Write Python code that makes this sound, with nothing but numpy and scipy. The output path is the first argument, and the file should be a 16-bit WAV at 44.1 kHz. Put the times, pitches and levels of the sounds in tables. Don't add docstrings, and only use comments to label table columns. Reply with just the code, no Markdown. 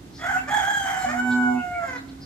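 import sys
import numpy as np
from scipy import signal
from scipy.fft import rfft, irfft, next_fast_len
from scipy.io import wavfile
from scipy.ndimage import uniform_filter1d

SR = 44100
rng = np.random.default_rng(int(sys.argv[2]) if len(sys.argv) > 2 else 0)


def generate_wav(signal):
    frames = np.transpose(np.atleast_2d(signal))
    scaled = np.clip(frames, -1, 1) * 32767
    pcm = np.round(scaled).astype(np.int16)
    wavfile.write(sys.argv[1], SR, pcm)


N = 99225
T = np.arange(N) / SR

# t/s, f/Hz
HOARSE_PITCH = [(0.24, 677.5), (0.304, 786.5), (0.332, 760), (0.34, 736.2), (0.38, 740), (0.396, 758),
                (0.464, 753.4), (0.49, 818.5), (0.516, 821.1), (0.548, 873.5), (0.61, 831), (0.624, 765),
                (0.662, 773), (0.678, 808.7), (0.706, 832.8), (0.824, 787.4), (1.062, 740.6),
                (1.118, 749.0), (1.15, 708)]
HELD_PITCH = [(1.17, 732.2), (1.198, 744.3), (1.238, 750.4), (1.366, 747.9), (1.748, 709), (1.76, 703.2),
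              (1.82, 683.8)]
# t/s, then level/dB of the first, second, fourth and treble
CROW_LEVELS = [(0.17, -71, -73, -81, -59), (0.208, -47.5, -42, -76, -64), (0.26, -27.5, -27.5, -52, -71),
               (0.34, -38, -24, -48.5, -46.5), (0.364, -23, -25.5, -55, -47.5),
               (0.47, -65, -46.5, -69, -69), (0.508, -22, -35, -41, -50), (0.55, -28.5, -17.5, -34, -38.5),
               (0.612, -28.5, -33.5, -36, -46), (0.636, -30.5, -31, -44, -41.5),
               (0.678, -24, -26, -37.5, -44.5), (0.77, -33, -27, -37, -39.5),
               (0.96, -26.5, -31, -43, -48.5), (1.016, -35.5, -34.5, -50, -41),
               (1.05, -24, -29.5, -42.5, -45), (1.102, -61, -35, -55, -60), (1.14, -26, -47, -67, -53),
               (1.198, -34.5, -22, -43.5, -42.5), (1.226, -39, -26, -51.5, -54.5),
               (1.274, -29.5, -25.5, -52.5, -46), (1.322, -39.5, -20.5, -53, -46.5),
               (1.478, -29, -24.5, -53, -52.5), (1.556, -36, -39, -62, -51), (1.608, -37.5, -28, -53, -57),
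               (1.656, -31.5, -42, -57.5, -51.5), (1.784, -29, -30, -60, -54), (1.85, -28, -33.5, -65, -55),
               (1.88, -54, -68, -63, -44)]
# t/s, shake/share of the pitch
HOARSENESS = [(.2, 0.037), (.29, 0.031), (.34, .015), (.45, 0.0139), (.5, 0.043), (.58, 0.032), (.72, .03),
              (.82, .024), (.93, 0.029), (1.02, 0.015), (1.12, 0.032), (1.18, 0.0025), (1.7, 0.0014),
              (1.8, 0.0062), (1.88, 0.0086)]
# t/s, level/dB
RASP_LEVEL = [(.17, -64.5), (.205, -44), (.27, -33.5), (.38, -35), (.42, -43.5), (.474, -51), (.492, -35.5),
              (.6, -32.5), (.7, -38.5), (.82, -45), (.88, -30.5), (.96, -33.5), (1.02, -36.5),
              (1.08, -39.5), (1.14, -36.5), (1.2, -43.5), (1.3, -61), (1.77, -55), (1.83, -43.5),
              (1.89, -43.5), (1.97, -45), (2.02, -52), (2.08, -62.5)]
# f/Hz, gain/dB
BEAK_COLOUR = [(3700, -11), (4500, -13.5), (5300, -9), (5950, -15), (6550, -4), (7000, -7.5), (7480, 2),
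               (8200, -12), (8900, -34), (10400, -13), (13000, -18), (15500, -26)]
# f/Hz, gain/dB
THROAT_COLOUR = [(420, -37), (580, -36), (690, 4.5), (950, -4), (1200, -3.5), (1550, 2.5), (1850, -1),
                 (2130, -1), (2500, -15), (2850, -26), (3250, -17.5), (3800, -28.5), (4800, -24),
                 (5350, -21.5), (5900, -31), (6650, -17.5), (8000, -24), (9000, -35), (12000, -27.5),
                 (15500, -39)]
# t/s, f/Hz
WINDPIPE_RING = [(.2, 3480), (.3, 3250), (.44, 3220), (.51, 3290), (.57, 3314), (.75, 3253), (.92, 3200),
                 (1.08, 3010), (1.3, 3000), (1.85, 2716)]
# start/s, end/s, start f/Hz, end f/Hz, base level/dB
VOICE_BREAKS = [(0.187, 0.281, 615, 668, -43.5), (0.471, 0.526, 580.4, 616.4, -36.5),
                (1.056, 1.155, 558.5, 647, -41), (1.816, 1.982, 553.5, 488.6, -43)]
# t/s, f/Hz, base level/dB
FROG_CALL = [(1.03, 240.3, -78), (1.062, 244.3, -38), (1.334, 246.7, -22.5), (1.454, 249, -23),
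             (1.582, 248.8, -24.5), (1.612, 243.6, -32.5), (1.65, 248.4, -51)]
# multiple of the pulse rate, gain/dB
FROG_PARTIALS = [(1, -30.5), (2, -3.5), (3, -26), (4, -38.5), (5, -38), (6, -23), (7, -21), (8, -23.5),
                 (9, -29.5), (10, -35.5), (11, -51)]
# start/s, end/s, f/Hz, level/dB
FAR_CALLS = [(0.127, 0.3, 275, -45.5), (.26, 0.615, 262, -43.5), (0.572, 0.951, 272, -55.5),
             (1.861, 2.342, 271, -43)]
# peak t/s, bell-curve width/s, f/Hz, flutter/share of the pitch, level/dB
CHIRPS = [(0.174, 0.027, 4910, 0.15, -50.5), (0.235, .022, 3380, .035, -45),
          (0.394, 0.012, 2680, 0.038, -42.5), (1.026, 0.0153, 4183, 0.051, -50),
          (1.324, 0.012, 3980, 0.17, -45), (1.604, 0.03, 2680, 0.059, -48),
          (1.762, 0.018, 2243, .02, -38.5), (1.983, 0.011, 3922, 0.076, -51),
          (2.094, 0.0086, 4030, 0.15, -54), (2.232, 0.014, 4880, 0.0804, -48)]
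# f/Hz, left minus right/dB
YARD_PAN = [(700, -4.5), (1500, -3), (3000, 0), (6500, 2), (12000, -4.5)]
# f/Hz, gain/dB
WALL_ECHO = [(700, -5), (1500, -4), (3000, -2), (12000, -2.5)]
# f/Hz, gain/dB
AIR_COLOUR = [(15, -61), (25, -36), (64, -9.5), (98, -14), (125, -11.5), (231, -18.5), (271, -12.5),
              (373, -20), (501, -29), (604, -30), (1500, -40), (1630, -40), (1860, -41.5), (3090, -41.5),
              (3730, -41), (6720, -45.5), (15000, -56)]
# f/Hz, side minus middle/dB
AIR_WIDTH = [(60, -18.5), (300, -10.5), (800, 3), (2000, -0.5), (12000, 0.5)]

JITTER_HZ, SHIMMER_HZ, SMEAR_HZ = 115.2, 50.4, 230
OPPOSITE_SIDES = np.array([[1], [-1]])


def rooster():
    hz, = in_time(list(HOARSE_PITCH) + list(HELD_PITCH))
    jitter, = in_time(HOARSENESS)
    rasp_db, = in_time(RASP_LEVEL)
    phase = shaky_phase(hz, jitter, JITTER_HZ)
    voice = crow_partials(phase, hz, jitter) * gate(start=0.214, end=1.885, fade_s=0.011)
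    puffs = rng.standard_normal(N) * (1 + np.cos(phase))
    rasp = rms_one(colour(puffs, THROAT_COLOUR)) * from_db(rasp_db)
    throb_db = 41 * jitter * np.sin(shaky_phase(hz=40, share=0.29, rate_hz=14.2))
    return from_db(throb_db) * (voice + rasp)


def crow_partials(phase, hz, jitter):
    first, second, fourth, treble = in_time(CROW_LEVELS)
    treble = treble - 18 * np.maximum(T - 1.49, 0)
    third = np.minimum(-48, second) - 1.5 * np.maximum(3 * hz - 2261, 0)
    levels = {1: first - 1.5, 2: second - 3.5, 3: third}
    levels.update({k: treble - 6 + at_hz(BEAK_COLOUR, k * hz) for k in range(5, 21)})
    voice = 0
    for k, db in levels.items():
        smear = 1.7 * jitter * drift(SMEAR_HZ)
        shimmer_db = 101.5 * jitter * drift(SHIMMER_HZ)
        waver_db = 1.12 * drift(rate_hz=35)
        voice += partial(k * (phase + smear), db + shimmer_db + waver_db)
    pipe_hz, = in_time(WINDPIPE_RING)
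    ring = windpipe(np.sin(4 * phase), pipe_hz)
    octave_gain = from_db(-8.5) * np.minimum(jitter / 0.016, 1)
    ring += octave_gain * windpipe(np.sin(8 * phase), 2 * pipe_hz)
    ring_shimmer_db = 71 * jitter * drift(SMEAR_HZ)
    return voice + ring * from_db(fourth - 2 + ring_shimmer_db)


def windpipe(tone, centre_hz, width_hz=120):
    turn = np.exp(1j * phase_of(centre_hz))
    decay = np.exp(-np.pi * width_hz / SR)
    band = signal.lfilter([1 - decay], [1, -decay], tone / turn)
    power = uniform_filter1d(np.abs(band) ** 2, size=1100)
    return np.sqrt(2) * np.real(band * turn) / np.sqrt(np.abs(power) + 1e-9)


def voice_breaks():
    voice = 0
    for start, end, start_hz, end_hz, db in VOICE_BREAKS:
        hz = np.interp(T, [start, end], [start_hz, end_hz])
        phase = shaky_phase(hz, share=0.01008, rate_hz=JITTER_HZ)
        gains_db = [-6] + [at_hz(THROAT_COLOUR, k * hz) for k in range(2, 14)]
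        tone = sum(partial(k * phase, db + gain_db) for k, gain_db in enumerate(gains_db, 1))
        shimmer = from_db(4.5 * drift(SHIMMER_HZ))
        voice += gate(start, end, fade_s=0.019) * tone * shimmer
    return voice


def near_frog(boost_db=4.5):
    sac_hz, db = in_time(FROG_CALL)
    phase = phase_of(sac_hz / 2)
    moo = sum(partial(k * phase, db + boost_db + gain_db) for k, gain_db in FROG_PARTIALS)
    return gate(FROG_CALL[0][0], FROG_CALL[-1][0], fade_s=0.052) * moo


def far_frogs():
    calls = 0
    for start, end, hz, db in FAR_CALLS:
        phase = shaky_phase(hz, share=0.00847, rate_hz=14.2)
        calls += gate(start, end, fade_s=0.13) * partial(phase, db)
    return calls


def birds():
    chirps = 0
    for peak_s, width_s, hz, flutter, db in CHIRPS:
        swell = np.exp(-.5 * ((T - peak_s) / width_s) ** 2)
        chirps += swell * partial(shaky_phase(hz, flutter, rate_hz=780), db)
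    return chirps


def yard(sound, wall_delay_s=0.0269, tail_s=0.71):
    size = next_fast_len(N + SR)
    hz = np.fft.rfftfreq(size, 1 / SR)
    spread = 0.59j
    wall = np.exp(-2j * np.pi * hz * wall_delay_s) * from_db(at_hz(WALL_ECHO, hz))
    dying_away = from_db(-60 * T / tail_s) * (T > .01)
    tail = rms_one(rng.standard_normal((2, N)) * dying_away) / np.sqrt(N)
    paths = 1 + (spread + wall) * OPPOSITE_SIDES + from_db(-11) * rfft(tail, size)
    return irfft(rfft(sound, size) * paths * pan(at_hz(YARD_PAN, hz)), size)[:, :N]


def air():
    middle, side = (rms_one(colour(noise, AIR_COLOUR)) for noise in rng.standard_normal((2, N)))
    return from_db(-44) * pan(db=-2) * (middle + colour(side, AIR_WIDTH) * OPPOSITE_SIDES)


def from_db(db):
    return 10 ** (np.asarray(db) / 20)


def rms_one(x):
    return x / np.sqrt(np.mean(x ** 2) + 1e-20)


def in_time(rows):
    times, *columns = np.transpose(rows)
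    return [np.interp(T, times, column) for column in columns]


def at_hz(points, hz):
    freqs, values = np.transpose(points)
    return np.interp(np.log(hz + 1e-9), np.log(freqs), values)


def colour(x, table):
    gains = from_db(at_hz(table, np.fft.rfftfreq(N, 1 / SR)))
    return irfft(rfft(x) * gains, N)


def drift(rate_hz):
    decay = np.exp(-2 * np.pi * rate_hz / SR)
    wander = signal.lfilter([1], [1, -2 * decay, decay * decay], rng.standard_normal(N + SR))
    return rms_one(wander[SR:])


def gate(start, end, fade_s):
    return np.sin(np.pi / 2 * np.clip(np.minimum(T - start, end - T) / fade_s, 0, 1))


def phase_of(hz):
    return 2 * np.pi * (np.cumsum(hz) / SR + rng.random())


def shaky_phase(hz, share, rate_hz):
    return phase_of(hz * (1 + share * drift(rate_hz)))


def partial(phase, db):
    return np.sqrt(2) * from_db(db) * np.sin(phase + rng.uniform(0, 2 * np.pi))


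def pan(db):
    gains = from_db(np.array([[.5], [-.5]]) * db)
    return gains / gains.mean(axis=0)


def scene():
    echoing = yard(rooster() + voice_breaks() + birds())
    frogs = pan(db=-4.5) * (near_frog() + far_frogs())
    return echoing + frogs + air()


def record(dry, cutoff_hz=15500):
    lowpass = signal.ellip(10, .1, 70, cutoff_hz, fs=SR, output="sos")
    return signal.sosfiltfilt(lowpass, dry)


dry = scene()
out = record(dry)
generate_wav(out)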